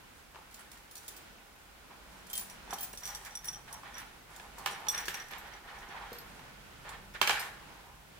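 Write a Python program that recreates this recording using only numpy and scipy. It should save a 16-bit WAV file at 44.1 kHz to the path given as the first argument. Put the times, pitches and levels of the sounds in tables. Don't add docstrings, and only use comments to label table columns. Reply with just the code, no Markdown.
import sys
import numpy as np
from scipy import signal
from scipy.fft import rfft, irfft
from scipy.io import wavfile
from scipy.ndimage import uniform_filter1d, map_coordinates

SR = 44100
rng = np.random.default_rng(int(sys.argv[2]) if len(sys.argv) > 2 else 0)


def file_out(sig):
    cols = np.atleast_2d(sig).T
    lim = np.clip(cols, -1, 1)
    pcm = np.round(lim * 32767).astype(np.int16)
    wavfile.write(sys.argv[1], SR, pcm)


N = 361476
T = np.arange(N) / SR
SIDES = np.array([[1], [-1]])

# start in seconds, tick in dB, then any pieces struck, each with its
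# ring level in dB.
CONTACTS = [(0.5234, -60), (0.5423, -48.5, "cap", -60, "charm", -63), (0.51, -59, "medal", -66),
            (0.5925, -54, "cap", -62, "clasp", -59), (0.7153, -50, "clasp", -60, "charm", -59),
            (0.7741, -57, "bangle", -67), (0.9118, -53, "pendant", -52, "charm", -60),
            (0.9537, -45, "pendant", -50, "charm", -54, "ring", -58), (0.968, -50, "bangle", -59),
            (1.032, -56, "pendant", -62),
            (1.08, -40.5, "pendant", -47.5, "charm", -49, "bangle", -57, "medal", -56),
            (1.1646, -48, "medal", -54, "charm", -57, "pendant", -58), (2.2677, -51, "pendant", -61),
            (2.2997, -49, "medal", -50, "clasp", -53),
            (2.3311, -38, "charm", -42, "cap", -44, "medal", -39, "ring", -48),
            (2.3533, -40, "pendant", -41, "medal", -38.5, "charm", -43, "clasp", -47.5),
            (2.3771, -36.5, "pendant", -36.5, "charm", -42, "cap", -48, "clasp", -50),
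            (2.4104, -53, "pendant", -54, "charm", -56), (2.4988, -49, "bangle", -49.5, "pendant", -53),
            (2.7074, -49, "bangle", -47, "clasp", -50), (2.7324, -39, "bangle", -36.5, "clasp", -49),
            (2.7848, -45, "medal", -39, "charm", -49),
            (2.8078, -46, "charm", -39, "pendant", -44, "medal", -45, "clasp", -50.5),
            (2.8305, -52, "charm", -42, "bangle", -44.5, "pendant", -47.5, "clasp", -49),
            (2.9302, -50, "clasp", -51, "bangle", -53), (2.974, -45, "bangle", -44.5, "clasp", -54),
            (3.034, -48, "bangle", -40, "charm", -57),
            (3.0544, -40.5, "bangle", -38, "clasp", -52, "cap", -52),
            (3.0753, -43, "bangle", -36.5, "charm", -50), (3.1483, -42.5, "bangle", -43.5, "clasp", -61),
            (3.249, -46, "bangle", -50, "charm", -55, "clasp", -56), (3.3084, -64, "bangle", -50),
            (3.3532, -48, "bangle", -38, "clasp", -50),
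            (3.4444, -52, "bangle", -46, "charm", -50, "pendant", -53),
            (3.455, -54, "clasp", -44, "bangle", -45.5, "charm", -54), (3.485, -58, "bangle", -35),
            (3.5314, -53, "bangle", -43, "medal", -55), (3.727, -47, "bangle", -45, "clasp", -53.5),
            (3.9426, -61, "bangle", -47, "clasp", -61),
            (3.981, -46.5, "bangle", -47, "clasp", -54, "pendant", -55, "charm", -57), (4.362, -51),
            (4.5838, -49, "cap", -52, "bangle", -57), (4.6598, -38.5, "cap", -46, "charm", -52),
            (4.7098, -53, "bangle", -50, "clasp", -56),
            (4.8848, -33.5, "bangle", -25, "clasp", -35, "cap", -36),
            (4.9472, -47, "bangle", -39, "clasp", -50), (4.9781, -41.5, "bangle", -32, "clasp", -48),
            (4.9982, -55, "charm", -51, "clasp", -56), (5.0553, -43, "bangle", -50),
            (5.0823, -39, "cap", -45, "bangle", -52, "clasp", -54),
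            (5.1427, -43, "bangle", -39.5, "clasp", -52, "cap", -50), (5.1994, -58, "bangle", -44),
            (5.2214, -65, "bangle", -49), (5.2839, -56, "bangle", -60), (5.312, -54, "cap", -54),
            (5.382, -51, "cap", -55), (4.8, -65, "ring", -62), (5.471, -62, "bangle", -60),
            (5.536, -65, "bangle", -53), (5.7862, -55, "bangle", -60, "cap", -64),
            (5.8874, -62, "bangle", -56), (6.1295, -50, "ring", -47), (6.1858, -56, "ring", -51),
            (6.8917, -50, "ring", -56), (7.1384, -54, "bangle", -65),
            (7.215, -33, "medal", -35, "bangle", -49, "pendant", -47),
            (7.2728, -37, "medal", -36, "ring", -40.5, "bangle", -42),
            (7.2938, -45, "medal", -37, "bangle", -47), (7.3044, -43, "medal", -40, "ring", -47),
            (7.3294, -50, "medal", -50, "clasp", -52), (7.395, -45, "ring", -41, "cap", -48),
            (7.4098, -49, "bangle", -50, "ring", -52)]
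# pitch in Hz, width in Hz, gain in dB.
TABLE_LOW_MODES = [(838, 315, -2), (967, 370, -3)]
TABLE_THUMP_MODES = [(216, 146, -2.5), (424, 410, 2)]


def undb(db):
    return 10 ** (np.asarray(db) / 20)


def unit(x):
    return x / np.sqrt(np.mean(x ** 2))


def pan(db):
    return undb(SIDES * db / 2)


def wander(rate):
    return unit(map_coordinates(rng.standard_normal(size=2000), [T * rate], order=2, mode="wrap"))


def stereo_noise(split_hz, count=N):
    mid, side = rng.standard_normal((2, count))
    return mid + SIDES * signal.lfilter(*signal.butter(1, split_hz, "high", fs=SR), side)


def resonate(x, modes):
    power = sum(undb(2 * db) * np.pi * width / SR / 2 for _, width, db in modes)
    out = 0
    for hz, width, db in modes:
        b, a = signal.iirpeak(hz, hz / width, fs=SR)
        out += undb(db) * signal.lfilter(b, a, signal.lfilter(b, a, x))
    return out / np.sqrt(power)


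def bursts(times, db, pan_db, decay_s):
    spikes = np.zeros((2, N))
    np.add.at(spikes.T, (times * SR).astype(int), (undb(db) * pan(pan_db)).T)
    return signal.lfilter([1], [1, -np.exp(-1 / (decay_s * SR))], spikes)


def swells(starts, lengths, db, attack_s, release_s):
    out = np.zeros(N)
    for start, length, gain in zip(starts, lengths, undb(db)):
        rise = np.clip((T - start) / attack_s, 0, 1)
        out += gain * rise * np.exp(-np.maximum(T - start - length, 0) / release_s)
    return out


def ventilation(level_db=-56, drift_db=1.78):
    # frequency in Hz, relative level in dB.
    spectrum = [(41, -51), (70, -6.5), (108, -9), (219, -5), (344, -8), (869, -8.5), (1230, -10),
                (1490, -6), (1620, -10), (2600, -11.5), (5770, -21.5), (12000, -31), (15600, -46),
                (22000, -120)]
    # frequency in Hz, left-right likeness from 0 to 1.
    likeness = [(60, 0.89), (130, 0.61), (290, 0.32), (640, 0.11), (1400, 0.18), (3100, .01)]
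    log_hz = np.log(np.maximum(np.fft.rfftfreq(N, 1 / SR), 1))
    tone_db, alike = (np.interp(log_hz, np.log(hz), values)
                      for hz, values in (np.transpose(spectrum), np.transpose(likeness)))
    mid, side = rfft(rng.standard_normal((2, N)))
    spread = np.sqrt(1 + alike) * mid + SIDES * np.sqrt(1 - alike) * side
    rush = unit(irfft(undb(tone_db) * spread, N))
    return undb(level_db + drift_db * wander(3.247)) * rush


def rumble():
    # time in seconds, deep rumble in dB, drone in dB.
    ride = [(0.0, -62, -74), (0.7, -67, -77), (1.7, -63, -79), (3.1, -62.5, -67), (3.9, -62.5, -66),
            (4.7, -63, -70), (5.9, -59.5, -68), (6.45, -62, -65), (6.9, -58.5, -63), (7.7, -62, -68),
            (8.2, -64, -64)]
    # pitch in Hz, width in Hz, gain in dB.
    deep_modes = [(29.5, 13, -6), (49.7, 12, 1), (63, 15.5, -6.5)]
    drone_modes = [(133, 72, 0)]
    times, *levels = np.transpose(ride)
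    deep_gain, drone_gain = (undb(np.interp(T, times, db)) for db in levels)
    deep = unit(resonate(stereo_noise(300), deep_modes))
    drone = resonate(stereo_noise(380), drone_modes)
    return deep_gain * deep + drone_gain * drone


def hum(waver_db=2, waver_rad=1.5):
    # start in seconds, length in seconds, pitch in Hz, level in dB.
    spells = [(2.048, 0.61, 190, -68.5), (6.25, 1.3, 200, -67.5)]
    out = 0
    for start, length, hz, db in spells:
        tone = np.sqrt(2) * np.sin(2 * np.pi * hz * T + waver_rad * wander(5))
        out += tone * swells([start], [length], [db], attack_s=.11, release_s=.08)
    return out * undb(waver_db * wander(12))


def room_tone(pan_db=-1.5, lag_samples=4, hiss_db=-63):
    left, right = (ventilation() + rumble() + hum()) * pan(pan_db)
    hiss = undb(hiss_db) * rng.standard_normal((2, N))
    return np.array([np.roll(left, lag_samples), right]) + hiss


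def room_tail(x, gap_s=.00355, low_t60=.62, treble_t60=.48, low_db=-4.5, treble_db=-5):
    t = np.arange(SR) / SR
    noise = stereo_noise(1500, count=SR)
    low = signal.sosfilt(signal.butter(2, 3500, fs=SR, output="sos"), noise)
    tail = 0
    for band, db, t60 in ((low, low_db, low_t60), (noise - low, treble_db, treble_t60)):
        decay = np.log(1000) / t60
        tail += undb(db) * band * np.exp(-decay * t) * np.sqrt(2 * decay / SR)
    return signal.fftconvolve(x.mean(axis=0, keepdims=True), tail * (t > gap_s), axes=1)[:, :N]


def fibre_grains(split_hz, grain_db=1.3, slip_db=2.6):
    noise = stereo_noise(split_hz)
    return unit(noise * undb(grain_db * rng.exponential(size=N) + slip_db * wander(45)))


def cloth(fidget_db=3, thump_db=-9, pan_db=-3):
    # start and length in seconds, then body, rasp and crackle in dB.
    strokes = [(0.14, .06, -72, -70, -68), (0.345, .03, -58, -62, -72), (0.57, .04, -68, -60, -72),
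               (0.71, 0.041, -70, -62, -68), (0.92, .2, -74, -68, -68), (1.891, 0.048, -56, -63, -76),
               (2.3, .12, -64.5, -58.5, -66), (2.49, 0.027, -66, -55, -70), (2.675, .05, -51.5, -50, -65),
               (2.775, .07, -62, -55, -55), (3.016, .15, -56, -50, -58), (3.2, .17, -58, -57, -67),
               (3.429, 0.065, -56, -53, -59), (3.549, 0.027, -55, -60, -66),
               (3.658, .12, -56.5, -55.5, -63.5), (3.827, 0.066, -56.5, -50, -76),
               (3.936, 0.066, -54.5, -45, -73), (4.283, .16, -59, -58, -65.5),
               (4.561, 0.082, -53, -55.5, -63), (4.678, 0.058, -51, -44, -66), (4.758, .16, -51, -53, -73),
               (4.929, 0.095, -49.5, -41, -70), (5.077, .14, -55.5, -48, -75),
               (5.3, 0.062, -53.5, -47, -77), (5.4, .15, -56, -52, -78), (5.63, .2, -53, -52, -74),
               (5.86, .18, -51, -49.5, -76), (6.045, .12, -62, -51, -74), (6.2, .3, -65, -66, -74),
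               (6.838, 0.11, -52, -49.5, -79), (7.135, .025, -62, -48, -72), (7.218, .08, -56, -37.5, -66),
               (7.32, .06, -53, -36, -62), (7.39, .07, -52, -44, -58), (7.6, .4, -66, -74, -80)]
    # resting levels of body, rasp and crackle in dB.
    resting_db = (-72, -72, -77)
    # pitch in Hz, width in Hz, gain in dB.
    rasp_modes = [(1505, 440, -1.5), (1789, 496, 2), (2135, 810, -2.5), (2814, 1500, -9.5)]
    starts, lengths, *levels = np.transpose(strokes)
    fidget = fidget_db * wander(6)
    body_gain, rasp_gain, crackle_gain = (
        swells(starts, lengths, db, attack_s=.022, release_s=.026) + undb(rest + fidget)
        for db, rest in zip(levels, resting_db))
    treble = signal.butter(2, [3600, 12000], "band", fs=SR, output="sos")
    crackle = unit(signal.sosfilt(treble, fibre_grains(1500)))
    body = resonate(fibre_grains(1800), TABLE_LOW_MODES)
    body += undb(thump_db) * resonate(fibre_grains(2200), TABLE_THUMP_MODES)
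    rasp = resonate(fibre_grains(1600), rasp_modes)
    return (body_gain * body + rasp_gain * rasp + crackle_gain * crackle) * pan(pan_db)


def table_knocks(blow_s=.0026, tail_s=.017, tail_db=-11, low_db=-4.5, high_db=1.5, thump_db=4.5):
    # start in seconds, low, high and thump levels in dB, pan in dB.
    blows = [(0.346, -46, -55, -63, 3), (0.357, -43, -53, -63, 3), (0.388, -48, -62, -68, 3),
             (1.909, -48, -69, -63, -3.5), (2.676, -44, -60, -64, 1), (2.727, -29.5, -44, -46, -3),
             (2.935, -47, -52, -53, -5), (3.212, -61, -56, -64, 0), (3.832, -44, -56, -71, -2),
             (4.397, -48, -47, -64, 3), (4.66, -30, -28, -47, -4.5), (4.672, -35, -38, -60, -3.0),
             (4.868, -43, -41.5, -57, -5), (4.947, -37, -42, -56, 2), (5.081, -37, -31.5, -49, -6),
             (5.143, -47, -40, -59, -5), (5.308, -47, -48.5, -61, -3.0), (5.334, -44, -42.5, -63, -3),
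             (6.118, -50, -57, -43, -1), (6.392, -45.5, -52.5, -65, -6), (6.853, -44, -63, -53, 0),
             (7.148, -55, -48, -53, -1), (7.214, -23, -21, -38.5, -4.0), (7.227, -41, -28, -48, -3),
             (7.274, -33, -25, -44, -5), (7.294, -24.5, -22.5, -38.5, -3), (7.306, -27.5, -30.5, -54, -4.5)]
    # pitch in Hz, width in Hz, gain in dB.
    high_modes = [(1520, 550, 0), (1684, 190, 4.5), (2340, 510, -3.5), (2756, 1330, 0), (3690, 4000, -11)]
    starts, low, high, thump, pan_db = np.transpose(blows)
    out = 0
    for modes, db in ((TABLE_LOW_MODES, low + low_db), (high_modes, high + high_db),
                      (TABLE_THUMP_MODES, thump + thump_db)):
        force = bursts(starts, db, pan_db, blow_s) + bursts(starts, db + tail_db, pan_db, tail_s)
        force = uniform_filter1d(force, size=40, origin=19)
        out += resonate(stereo_noise(2300) * force, modes)
    return out


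def chain(tick_db=-4.5, sizzle_db=-8.5, tick_s=.0042, sizzle_s=.027, grit_db=3, pan_db=-2):
    starts, contact_db = np.transpose([row[:2] for row in CONTACTS])
    treble = signal.butter(1, [4000, 11000], "band", fs=SR, output="sos")
    noise = unit(signal.sosfilt(treble, stereo_noise(1500)))
    tick = bursts(starts, contact_db + tick_db, pan_db, tick_s)
    tick = uniform_filter1d(tick, size=60, origin=29)
    grit = undb(grit_db * wander(200))
    sizzle = grit * bursts(starts, contact_db + sizzle_db, pan_db, sizzle_s)
    return noise * (tick + sizzle)


def choked_ring(impulses, hz, t60, clank_t60=.038, clank_db=.6, ring_db=-4.5):
    fast, slow = np.exp(2j * np.pi * hz / SR - np.log(1000) / (np.array([clank_t60, t60]) * SR))
    clank, ring = undb([clank_db, ring_db])
    return signal.lfilter([clank + ring, -clank * slow - ring * fast], np.poly([fast, slow]), impulses)


def jewellery(max_bounce_s=.02, bounce_db=-5.5, scatter_db=3, sway_db=2.5, sway_rad=.87,
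              jostle_db=-21.5, jostle_spread_db=4.5, mic_spread_rad=1.1, pan_db=-1):
    # pitch in Hz, gain in dB, seconds to fade by 60 dB.
    trinkets = [(3560, 4, .05), (4330, 3, .06), (4670, 3, .06), (5520, 4, .06), (6350, 3, .05),
                (6650, 0, .06), (7130, 3, .08), (7660, 3, .07), (8440, 0, .08), (9200, 0, .08),
                (11800, 3, .1), (13100, 0, .08), (13650, 0, .08), (14600, 4, .1)]
    bangle = [(3480, -12, .05), (5710, -8, .08), (5785, -2, .16), (6030, -14, .05)]
    pendant = [(7000, -26, .12), (9730, -4.5, 0.19), (9850, -3, 0.2)]
    charm = [(14285, -7, .15), (15055, -2, 0.18), (15210, 0, .18)]
    small_ring = [(4300, -7, .1), (5050, -7, .12), (8790, -7, .06), (11980, 0, .13), (13510, -12, .04)]
    bead_cap = [(12300, 0, .2), (14500, -11, .1)]
    clasp = [(8140, -2, 0.27), (10680, 1, 0.19), (12730, -5.5, 0.22)]
    medallion = [(3160, -4, .14), (11780, -11, .12)]
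    pieces = dict(trinkets=trinkets, bangle=bangle, pendant=pendant, charm=charm,
                  ring=small_ring, cap=bead_cap, clasp=clasp, medal=medallion)
    starts, contact_db = np.transpose([row[:2] for row in CONTACTS])
    struck = [dict(zip(row[2::2], row[3::2])) for row in CONTACTS]
    delays = np.cumsum(rng.random((len(starts), 3)), axis=1) * max_bounce_s
    delays -= delays[:, :1]
    hits = ((starts[:, None] + delays) * SR).astype(int)
    out = np.zeros((2, N))
    for name, modes in pieces.items():
        struck_db = [levels.get(name, -np.inf) for levels in struck]
        swing = undb(sway_db * wander(70)) * np.exp(1j * sway_rad * wander(60))
        for hz, mode_db, t60 in modes:
            jostled_db = contact_db + jostle_db + jostle_spread_db * rng.standard_normal(len(starts))
            hit_db = np.maximum(struck_db, jostled_db)[:, None] + mode_db + bounce_db * np.arange(3)
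            hit_db += scatter_db * rng.standard_normal(hits.shape) * (delays > 0)
            phase = 2 * np.pi * rng.random(hits.shape)
            phase_gap = np.pi / 2 + mic_spread_rad * rng.standard_normal(hits.shape)
            impulses = np.zeros((2, N), complex)
            for mic in range(2):
                np.add.at(impulses[mic], hits, undb(hit_db) * np.exp(1j * (phase + mic * phase_gap)))
            out += (swing * choked_ring(impulses, hz, t60)).imag
    return out * pan(pan_db)


def scene(bag_db=-7):
    ringing = jewellery()
    handling = chain() + table_knocks() + cloth()
    return ringing + handling + room_tail(undb(bag_db) * ringing + handling) + room_tone()


def record(dry, top_hz=15820):
    return signal.sosfilt(signal.ellip(10, .2, 70, top_hz, fs=SR, output="sos"), dry)


dry = scene()
out = record(dry)
file_out(out)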